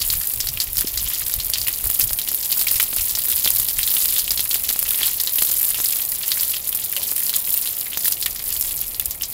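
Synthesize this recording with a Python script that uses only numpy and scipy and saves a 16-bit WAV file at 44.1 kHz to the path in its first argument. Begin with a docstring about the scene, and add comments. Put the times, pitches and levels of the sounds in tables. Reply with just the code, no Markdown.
"""Outdoors, sausages fry on a foil tray over coals, heard by a small hand-held microphone.
Water boils out into the fat: short noise bursts make a dense fizz, a lower bubbling and louder spits.
Large steam bubbles are damped sine waves with spray; pops and a knock are single pushes of air.
The foil rim answers each burst within milliseconds. Shaped noise makes the breeze on the microphone's
port, a distant drone and one hollow scuff."""
import sys
import numpy as np
from scipy.fft import rfft, irfft, next_fast_len
from scipy.io import wavfile
from scipy.ndimage import uniform_filter1d, map_coordinates

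SR = 44100
rng = np.random.default_rng(int(sys.argv[2]) if len(sys.argv) > 2 else 0)


def file_out(sig):
    """Save sig as 16-bit WAV at sys.argv[1]."""
    # one column per channel
    cols = np.atleast_2d(sig).T
    # limit, then scale
    lim = np.clip(cols, -1, 1)
    pcm = np.round(lim * 32767).astype(np.int16)
    wavfile.write(sys.argv[1], SR, pcm)


N = 411453  # length of the scene in samples

# How hard it fries before stirring and chance, fading at the end as the microphone draws back:
# (time [s], fizz level [dB], bubbling level [dB])
FRYING_LEVELS = [(0.0, -24, -33.5), (0.23, -23, -36), (0.6, -25.5, -36.5), (1.09, -28, -36),
                 (1.77, -22.5, -35.5), (2.0, -20.5, -36), (2.81, -23.5, -37.5), (4.39, -21.5, -34),
                 (4.7, -26, -36), (5.19, -22.5, -32.5), (5.48, -22.5, -37.5), (5.82, -19.5, -32.5),
                 (6.37, -25.5, -37), (7.35, -22.5, -36), (7.72, -25, -38), (8.29, -25, -36),
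                 (8.81, -30.5, -43), (9.33, -30.5, -43)]
# The sharpest spits of fat: (time [s], peak [dB], favoured pitch [Hz])
BIG_SPITS = [(0.0847, -6, 11500), (0.1282, 2, 11400), (0.1693, -5, 12500), (0.3118, -13.5, 12400),
             (0.3375, 4, 13580), (0.4426, -26, 10600), (0.6407, -3, 11300), (0.7317, -5, 11600),
             (0.7705, -3, 10700), (0.782, 1, 10900), (0.7935, -10, 12400), (0.8037, -6.5, 10900),
             (0.8097, 4.5, 11400), (0.8815, -6, 12300), (1.0944, -12, 11500), (1.2822, -3, 12700),
             (1.339, 1, 8700), (1.3624, -7, 11000), (1.467, 0, 9600), (1.5001, -1, 9730),
             (1.5202, -24, 12800), (1.6734, -7, 13100), (1.6827, 0, 11200), (1.7283, -7, 12100),
             (1.7708, -26, 10800), (1.8408, -3, 9800), (1.8565, -3, 10100), (1.8715, -3, 10200),
             (1.9, -3, 11100), (1.9477, -18, 12800), (1.997, 8, 12000), (2.0389, 0, 8000),
             (2.1079, -6, 10900), (2.132, 1, 8500), (2.1888, -3, 11100), (2.2873, 0, 11400),
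             (2.3172, -2, 9800), (2.3463, 2, 12300), (2.4118, -15, 10200), (2.5175, 2, 11600),
             (2.599, -9.5, 9800), (2.6131, 0, 10300), (2.712, 5, 9900), (2.718, -9, 9700),
             (2.7578, -15, 9700), (2.799, 4.5, 8900), (2.8192, -1, 8400), (2.8282, 6.5, 8400),
             (2.9628, 0, 10200), (2.9975, -4, 12100), (3.0561, -2, 11300), (3.187, 0, 11600),
             (3.238, -4, 10100), (3.2449, -4, 7400), (3.285, 0, 11900), (3.3159, -1, 11600),
             (3.3607, 4, 10800), (3.5033, 5, 8000), (3.52, -8.5, 10100), (3.55, -3, 8900),
             (3.5608, 1, 12300), (3.585, -1, 9800), (3.5982, 0, 9300), (3.6863, -1, 8900),
             (3.7664, -26, 12700), (3.7908, -10, 9500), (3.831, -1, 9450), (3.9199, -8, 10300),
             (4.036, -11, 8600), (4.0971, -7, 12100), (4.1047, -5, 10700), (4.1829, 0, 10500),
             (4.243, -3, 9100), (4.3164, 4, 9700), (4.33, -15, 9900), (4.36, -9, 11200), (4.405, 1, 8500),
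             (4.441, -6.5, 8700), (4.4939, -1, 10000), (4.5053, -3, 7600), (4.5311, 0, 12900),
             (4.5437, 5, 10900), (4.6385, -1, 11500), (4.6908, -1, 8100), (4.7012, 2, 9700),
             (4.7275, -1, 11200), (4.7916, 4.5, 10500), (4.8278, 0.5, 8400), (4.9068, 4.5, 10400),
             (5.0312, -4, 7700), (5.0583, 1, 11400), (5.0665, 4, 9200), (5.2095, -8, 12700),
             (5.2358, 1.5, 9500), (5.333, -12, 11700), (5.3579, 3, 10600), (5.387, -1, 10700),
             (5.4085, -4, 10400), (5.4225, 4.5, 9080), (5.5282, -14, 12200), (5.6456, -10.5, 11400),
             (5.6748, -26.5, 13200), (5.9652, -14.5, 10400), (6.0308, -24, 11100), (6.119, -3, 11430),
             (6.2805, 1.5, 11900), (6.343, -24.5, 12800), (6.4326, 0.5, 10700), (6.486, -3, 10200),
             (6.692, -2, 10000), (6.7497, 2, 10100), (6.8484, -8, 11300), (6.926, 0, 10700),
             (6.9654, -3, 8000), (7.073, -8, 11000), (7.1151, 0.5, 10000), (7.163, -0.5, 8800),
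             (7.203, -5, 11300), (7.2221, -21, 10100), (7.2594, -15.5, 10800), (7.2956, -3, 9500),
             (7.3517, -8, 11200), (7.3634, 3, 9200), (7.3837, -9, 10600), (7.505, -1, 9000),
             (7.541, 1, 13000), (7.5758, 0, 10500), (7.8151, -19, 9300), (7.9727, -5, 13300),
             (8.0472, 3, 11600), (8.057, 2, 10200), (8.0632, -2, 9500), (8.0698, -2, 13000),
             (8.081, 6, 9900), (8.2136, -3, 10100), (8.2603, 0, 9600), (8.3083, -7, 8300),
             (8.6106, 0, 9400), (8.6596, -18.5, 14300), (8.762, -5, 10900), (8.8062, -9.5, 11800),
             (8.8135, -1, 12200), (8.997, 1, 10960), (9.011, -7, 10500), (9.0244, -14, 10500),
             (9.0573, 2.5, 8100), (9.0732, -11, 10900), (9.1096, -3.5, 10500), (9.2211, -1, 11200),
             (9.3015, -13, 11400)]
# The largest steam bubbles: (time [s], reference level [dB], pitch [Hz])
BIG_BUBBLES = [(0.0166, -10, 4600), (0.1017, -7, 4470), (0.4036, -6, 5230), (0.471, -11, 4460),
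               (0.4878, -9.5, 5100), (0.5739, -15.5, 2730), (0.6018, -6, 4500), (0.6176, -14, 4950),
               (0.77, -10, 5400), (0.7883, -10.5, 4670), (0.872, -12, 5100), (0.9744, -9.5, 4784),
               (1.0603, -19, 4876), (1.2643, -15, 4270), (1.3395, -17, 4690), (1.3998, -12.5, 4220),
               (1.4997, -25, 4570), (1.536, -4.5, 4500), (1.5573, -13.5, 2750), (1.5831, -12, 4626),
               (1.6155, -10.5, 4700), (1.6688, -15, 2815), (1.6829, -13, 2600), (1.7376, -16, 4910),
               (2.0054, -13, 2620), (2.0115, -10.5, 5340), (2.0393, -20, 5210), (2.093, -17, 4828),
               (2.132, -17, 6370), (2.188, -12.5, 3500), (2.2157, -10, 4720), (2.2762, -18, 3270),
               (2.2875, -17, 4660), (2.428, -16, 5130), (2.508, -15, 4592), (2.5249, -8.5, 4530),
               (2.5985, -16, 4480), (2.613, -11, 4500), (2.6698, -12, 2430), (2.683, -6.5, 4770),
               (2.757, -13, 5250), (2.798, -14, 2800), (2.8, -11, 2170), (2.8058, -12, 5240),
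               (3.0098, -14, 5470), (3.151, -10, 5500), (3.1865, -21, 4010), (3.3246, -14.5, 3510),
               (3.446, -6, 4770), (3.4568, -7, 4110), (3.4751, -6, 3510), (3.5995, -19, 3790),
               (3.6232, -23, 5170), (3.6856, -11.5, 4700), (3.791, -12, 2800), (3.8309, -8, 4540),
               (3.8762, -11, 3730), (3.967, -11, 3120), (4.087, -12.5, 4650), (4.1634, -11.5, 3600),
               (4.192, -10.5, 4630), (4.2788, -15, 2900), (4.3067, -6.5, 5200), (4.3753, -8, 4310),
               (4.394, -11, 4060), (4.511, -9.5, 4010), (4.5435, -14, 3100), (4.6478, -15, 4935),
               (4.6903, -11.5, 4480), (4.945, -15, 3326), (5.012, -20, 4432), (5.0315, -8, 3240),
               (5.0789, -10.5, 4130), (5.2006, -9, 4440), (5.2729, -9, 4040), (5.3841, -12, 3050),
               (5.471, -18, 3750), (5.7447, -12.5, 2780), (5.8023, -15, 6404), (5.8418, -18, 3940),
               (6.233, -16, 4400), (6.3179, -4, 4300), (6.3296, -28, 4720), (6.5383, -13.5, 3100),
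               (6.5668, -17.5, 3170), (6.7274, -17, 3100), (6.8405, -19, 4840), (6.965, -12.5, 3060),
               (7.0295, -14, 4520), (7.164, -20, 5060), (7.2676, -17, 4950), (7.294, -10.5, 4420),
               (7.339, -11, 4044), (7.659, -17, 3460), (7.674, -13.5, 4009), (7.8679, -20.5, 2140),
               (7.932, -16.5, 3130), (7.9461, -18, 3445), (7.9746, -15, 6240), (8.046, -20, 5510),
               (8.0556, -12, 4505), (8.0556, -18, 1810), (8.081, -24, 3320), (8.113, -25, 4650),
               (8.1226, -11, 5100), (8.2136, -18, 6480), (8.2258, -10.5, 4430), (8.2599, -11, 3960),
               (8.2615, -13, 2220), (8.3932, -17.5, 4520), (8.6105, -18, 6310), (8.7769, -20, 5664),
               (8.946, -17, 4670), (8.9978, -17.5, 3000), (9.1086, -15.5, 6550), (9.2113, -20.5, 2940),
               (9.233, -11, 5358)]
# Spits and bubbles added at random times:
# (count, smallest peak above the fizz or bubbling [dB], average extra before the cap [dB], most extra [dB])
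RANDOM_SPITS = (240, 17.8, 1.142, 12)
RANDOM_BUBBLES = (70, 15.709, 1.15, 2.6)
# Short pushes of air: (time [s], peak [dB])
AIR_POPS = [(0.4426, -19), (1.4996, -19), (1.682, -20), (1.8423, -17), (1.864, -16.5), (1.9007, -14),
            (2.108, -13), (2.3173, -14), (2.6156, -15), (2.6712, -24), (2.7181, -17), (2.7993, -12),
            (2.9317, -14), (2.969, -16.5), (3.1753, -17), (3.285, -14.5), (3.4623, -7.5), (4.3944, -15),
            (4.5437, -26), (4.5572, -15), (4.7056, -15), (4.7611, -15), (4.8278, -12), (5.0146, -14),
            (5.4226, -10), (5.5004, -17), (5.7875, -16.5), (5.8023, -13.5), (7.1215, -17), (7.9734, -10),
            (8.0449, -20)]
# One soft knock near the microphone: (start [s], peak [dB], pitch [Hz])
KNOCK = [(0.843, -19, 285)]
# Steady buffeting by the breeze: (time [s], level [dB])
BREEZE_LEVELS = [(0.0, -39), (0.21, -47), (0.91, -49), (1.04, -43.5), (2.96, -47.5), (4.31, -45),
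                 (4.49, -47), (7.95, -55), (8.58, -43.5), (9.33, -47.5)]
# Separate puffs on the port, timed at half height: (start [s], length [s], level [dB])
BREEZE_PUFFS = [(0.016, 0.15, -37.5), (0.162, 0.058, -38), (0.358, 0.046, -30.5), (0.437, 0.08405, -31),
                (0.541, 0.059, -37), (0.666, 0.042, -39), (0.71, 0.037, -39), (0.76, 0.062, -34),
                (0.836, 0.05826, -40), (0.924, 0.092, -34.5), (1.024, 0.044, -35), (1.347, 0.055, -38),
                (1.437, 0.082, -38), (1.844, 0.052, -33), (2.019, 0.052, -29.5), (2.116, 0.04, -31.5),
                (2.41, 0.03, -44), (2.738, 0.04, -32.5), (2.977, 0.048, -40), (3.528, 0.034, -34.5),
                (3.597, 0.02883, -37), (3.758, 0.055, -38), (4.222, 0.032, -43), (4.298, 0.03412, -37),
                (8.487, 0.036, -35.5), (8.64, 0.036, -35), (9.07, 0.03, -35)]
# A soft hollow scuff: (start [s], rise time [s], fall time [s], level before its swell [dB])
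SCUFF = (6.965, .008, .07, -41)
# The tray's rim answers each burst: (delay [s], scatter of delay [s], average level [dB])
RIM_ECHO = (.002, .0003, -7)

# Colours: how strongly each frequency is let through, (frequency [Hz], gain [dB])
FIZZ_COLOUR = [(2940, -17.5), (5000, -7.5), (6000, -13.5), (6990, -8), (8390, -7), (11600, 1.5),
               (13900, 3.5), (15100, 5.5), (15700, -1)]  # a small burst, with the microphone's treble peak
FROTH_COLOUR = [(590, -27.5), (1000, -5.5), (1530, -9.5), (1860, -5), (2320, -8), (2940, -4), (4480, -4),
                (6000, -5.5), (7800, -2), (13200, -120)]  # the bubbling
BUFFET_COLOUR = [(12, -62), (20, 0.5), (66, -2), (97, -8.5), (135, -11), (200, -32), (260, -57.5),
                 (440, -120)]  # wind on the port
DRONE_COLOUR = [(35, -41), (60, 2), (226, -3.5), (314, -5), (695, -5.5), (800, -7.5), (1380, -14),
                (1540, -23.5), (1890, -13.5), (2500, -7), (3250, -40), (5500, -120)]  # distant outdoor noise
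SCUFF_COLOUR = [(250, -22), (480, -5), (570, 4), (720, -16), (900, -1), (1150, -11), (2000, -38)]  # the hollow scuff
# Treble roll-off, the sound darkens steeply above about 15.8 kHz: (frequency [Hz], gain [dB])
TREBLE_ROLL_OFF = [(15750, 0), (16050, -30), (16700, -40)]
TOP_HZ = 16950  # nothing passes from here up

DRONE_DB = -47.5
GUST_EDGE_S = 0.032  # time for a full rise or fall of a puff
CRACK_DB = 8.5  # the wall tears in one instant: first spike over the snap noise
DROPLET_S, DROPLET_DB = .001, 3.5  # spray lands as droplets: their length and scatter of size
SPRAY_DB, RING_DB = -1, -4  # a bubble's spray and ring against its reference level
STIR_S, CALM_DB = 0.013, -1  # how fast stirred fat settles, and the floor added under the stirring
STIR_SHARE = 0.47  # how far the fizz and bubbling follow the stirring


def amp(db):
    """Turn a level in dB into a gain."""
    return 10 ** (np.asarray(db) / 20)


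def unit(x):
    """Scale a sound to an average (rms) strength of 1."""
    return x / np.sqrt(np.mean(x ** 2) + 1e-20)


def curves(rows):
    """Join table points with straight lines: one curve for each column after the time."""
    seconds, *columns = np.transpose(rows)
    return [np.interp(np.arange(N) / SR, seconds, column) for column in columns]


def wobble(rate):
    """Draw a smooth random curve through `rate` random points a second."""
    points = rng.standard_normal(int(N * rate / SR) + 4)
    return map_coordinates(points, [np.arange(N) * rate / SR])


def coloured(x, colour):
    """Filter a sound to a colour without any sound before its cause."""
    m = 2 * next_fast_len(N // 2 + SR // 4)
    f, db = np.transpose(colour)
    bins_hz = np.fft.rfftfreq(m, 1 / SR)
    gain = amp(np.interp(np.log(bins_hz + 1), np.log(f + 1), db))
    # Folding the cepstrum gives the filter that responds as early as it can
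    cepstrum = irfft(np.log(gain + 1e-6), m)
    cepstrum[1:m // 2] *= 2
    cepstrum[m // 2 + 1:] = 0
    return irfft(rfft(x, m) * np.exp(rfft(cepstrum)), m)[:N]


def place(seconds, shapes):
    """Add up short sounds, one per row, at their times."""
    starts = np.round(np.asarray(seconds) * SR).astype(int)[:, None]
    at = starts + np.arange(shapes.shape[1])
    return np.bincount(at.ravel(), shapes.ravel(), N + SR)[:N]


def scatter(count, spread_db, cap_db):
    """Draw random times, and sizes in dB with a tail of large ones."""
    draw = rng.random((count, 2))
    sizes_db = -spread_db * np.log(draw[:, 1] + 1e-9)
    return draw[:, 0] * N / SR, np.minimum(sizes_db, cap_db)


def pitches(count, hz, spread):
    """Draw pitches around a middle one, since bubbles come in many sizes."""
    return hz * np.exp(spread * rng.standard_normal(count))


def among(rule, level_db):
    """Draw random events whose size follows the level of the frying."""
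    count, over_db, spread_db, cap_db = rule
    s, extra_db = scatter(int(count), spread_db, cap_db)
    return s, extra_db + over_db + level_db[(s * SR).astype(int)]


def bursts(db, hz, colour, sharp, snap_t60, spray_t60, spray_db, size):
    """Noise snaps, is answered by the rim and trails off in droplets; a hollow favours each pitch.

    The t60 settings are the seconds a part takes to fall by 60 dB; size is in samples.
    """
    count = len(db)
    t = np.arange(size) / SR
    snap = amp(-60 * t / snap_t60)

    delay_s, scatter_s, echo_db = RIM_ECHO
    late = t - np.abs(delay_s + scatter_s * rng.standard_normal((count, 1)))
    each_echo_db = rng.normal(echo_db, 3, (count, 1))
    echo = (late > 0) * amp(each_echo_db - 60 * np.abs(late) / snap_t60)

    droplet_sizes = DROPLET_DB * rng.standard_normal((count, 200))
    droplets = droplet_sizes[:, (t / DROPLET_S).astype(int)]
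    spray = amp(spray_db + droplets - 60 * t / spray_t60)

    noise = rng.standard_normal((count, size))
    noise[:, 0] = amp(CRACK_DB)
    f = np.fft.rfftfreq(size, 1 / SR) / hz[:, None]
    cavity = 1j * f / sharp / (1 - f * f + 1j * f / sharp)  # the bubble's hollow resonates
    click = np.arange(N) == 0
    tint = rfft(coloured(click, colour)[:size])
    rows = irfft(rfft((snap + echo + spray) * noise) * cavity * tint, size)
    return amp(db)[:, None] * rows / np.abs(rows).max(axis=1, keepdims=True)


def rings(db, hz, cycles, waver, size):
    """Bubbles ring as fading sine waves whose pitch wavers as the wall tears."""
    t = np.arange(size) / SR
    drift = np.cumsum(waver * rng.standard_normal((len(db), size)), axis=1)
    decay = np.exp(-t * hz[:, None] / cycles)
    return amp(db)[:, None] * decay * np.sin(2 * np.pi * hz[:, None] * t + drift)


def frying():
    """Set fizz and bubbling levels: big spits and bubbles stir the fat, which settles into a lull."""
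    s, db = np.transpose([row[:2] for row in BIG_SPITS + BIG_BUBBLES])
    settle = np.exp(-np.arange(SR // 4) / SR / STIR_S)
    stir = amp(CALM_DB) + place(s, amp(db)[:, None] * settle)
    stir_db = 20 * np.log10(stir)
    # Compare a short average with a half-second one, so stirring and lulls balance out
    stir_db = uniform_filter1d(stir_db, size=100) - uniform_filter1d(stir_db, size=SR // 2)
    chance_db = 1.0054 * wobble(rate=24) + 1.8 * wobble(rate=5)
    return np.array(curves(FRYING_LEVELS)) + STIR_SHARE * stir_db + chance_db


def fizz(level_db):
    """Thousands of tiny bursts crackle over a thin hiss of steam."""
    s, db = scatter(count=6000, spread_db=5.0, cap_db=11)
    hz = pitches(len(s), 11080, 0.28308)
    grains = bursts(db, hz, FIZZ_COLOUR, sharp=3.4, snap_t60=0.0013, spray_t60=0.029,
                    spray_db=-15.5, size=500)
    steam = amp(-7) * unit(coloured(rng.standard_normal(N), FIZZ_COLOUR))
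    return amp(level_db) * unit(unit(place(s, grains)) + steam)


def froth(level_db):
    """Small bubbles tear open in a patter, each favouring its own pitch, with a ragged level."""
    s, db = scatter(count=2200, spread_db=6.0, cap_db=12)
    hz = pitches(len(s), 4140, 0.34228)
    grains = bursts(db, hz, FROTH_COLOUR, sharp=2.7, snap_t60=0.0028, spray_t60=0.075,
                    spray_db=-13.5, size=500)
    steam = amp(-7) * unit(coloured(rng.standard_normal(N), FROTH_COLOUR))
    ragged_db = level_db + 1.3 * wobble(rate=100)
    return amp(ragged_db) * unit(unit(place(s, grains)) + steam)


def breeze():
    """Wind on the port makes lumpy low noise, with steady buffeting and separate puffs."""
    t = np.arange(N) / SR
    puffs = np.zeros(N)
    for start, length, db in BREEZE_PUFFS:
        inside = np.minimum(t - start, start + length - t)
        puffs += amp(db) * np.clip(inside / GUST_EDGE_S + .5, 0, 1)
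    lumps = amp(2.65 * wobble(rate=16))
    noise = unit(lumps * coloured(rng.standard_normal(N), BUFFET_COLOUR))
    return np.hypot(amp(curves(BREEZE_LEVELS)[0]), puffs) * noise


def drone():
    """Distant outdoor sound is steady noise of a fixed colour."""
    return amp(DRONE_DB) * unit(coloured(rng.standard_normal(N), DRONE_COLOUR))


def bubbles(level_db):
    """Each large bubble rings raggedly at its pitch, sprays around it and throws a fine mist."""
    s, db = among(RANDOM_BUBBLES, level_db)
    random_ones = [s, db, pitches(len(s), 4860, 0.13)]
    s, db, hz = np.hstack([np.transpose(BIG_BUBBLES), random_ones])
    ring = rings(db + RING_DB, hz, cycles=3.5, waver=0.031, size=900)
    spray = bursts(db + SPRAY_DB, hz, FROTH_COLOUR, sharp=2.63, snap_t60=0.0023, spray_t60=0.084,
                   spray_db=-7, size=2200)
    mist = bursts(db, pitches(len(s), 7100, .2), FIZZ_COLOUR, sharp=1.4, snap_t60=0.0049,
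                  spray_t60=0.055, spray_db=-1, size=2200)
    return place(s, ring) + place(s, spray + mist)


def spits(level_db):
    """Fat spits in loud bursts, in the colour of the fizz."""
    s, db = among(RANDOM_SPITS, level_db)
    random_ones = [s, db, pitches(len(s), 11700, 0.48)]
    s, db, hz = np.hstack([np.transpose(BIG_SPITS), random_ones])
    shapes = bursts(db, hz, FIZZ_COLOUR, sharp=0.97, snap_t60=0.0018, spray_t60=0.033,
                    spray_db=-11, size=1400)
    return place(s, shapes)


def pops():
    """A burst pushes air once, as a smooth bump, and does not ring."""
    s, db = np.transpose(AIR_POPS)
    t = np.arange(-40, 41) / SR
    push = np.exp(-(t / 0.000074) ** 2)
    return place(np.abs(s + t[0]), amp(db)[:, None] * push)  # centred on the listed time


def knock():
    """A soft knock moves the air in one slow swing that dies away at once."""
    s, db, hz = np.transpose(KNOCK)
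    t = np.arange(400) / SR - .004  # the peak comes 4 ms after the start
    swing = -np.cos(2 * np.pi * hz[:, None] * t) * np.exp(-(t / 0.0017) ** 2)
    return place(s, amp(db)[:, None] * swing)


def scuff():
    """A short scuff is dull, hollow noise that swells and fades."""
    start, rise_s, fall_s, db = SCUFF
    t = np.maximum(np.arange(N) / SR - start, 0)
    swell = (1 - np.exp(-t / rise_s)) * np.exp(-t / fall_s)
    return amp(db) * swell * unit(coloured(rng.standard_normal(N), SCUFF_COLOUR))


def scene():
    """Add up the frying, the small movements and the open air."""
    fizz_db, bubbling_db = frying()
    tray = fizz(fizz_db) + froth(bubbling_db)
    air = breeze() + drone()
    tray = tray + bubbles(bubbling_db) + spits(fizz_db) + pops()
    return (tray + air + knock() + scuff())[None]


def record(dry):
    """The microphone softly clips the loudest peaks; the highest treble is then rolled off and cut."""
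    clipped = dry / (1 + np.abs(dry / .7) ** 6) ** (1 / 6)
    m = next_fast_len(N + SR // 4)
    hz = np.fft.rfftfreq(m, 1 / SR)
    treble = amp(np.interp(hz, *np.transpose(TREBLE_ROLL_OFF))) * (hz < TOP_HZ)
    return irfft(rfft(clipped, m) * treble, m)[..., :N]


dry = scene()
out = record(dry)
file_out(out)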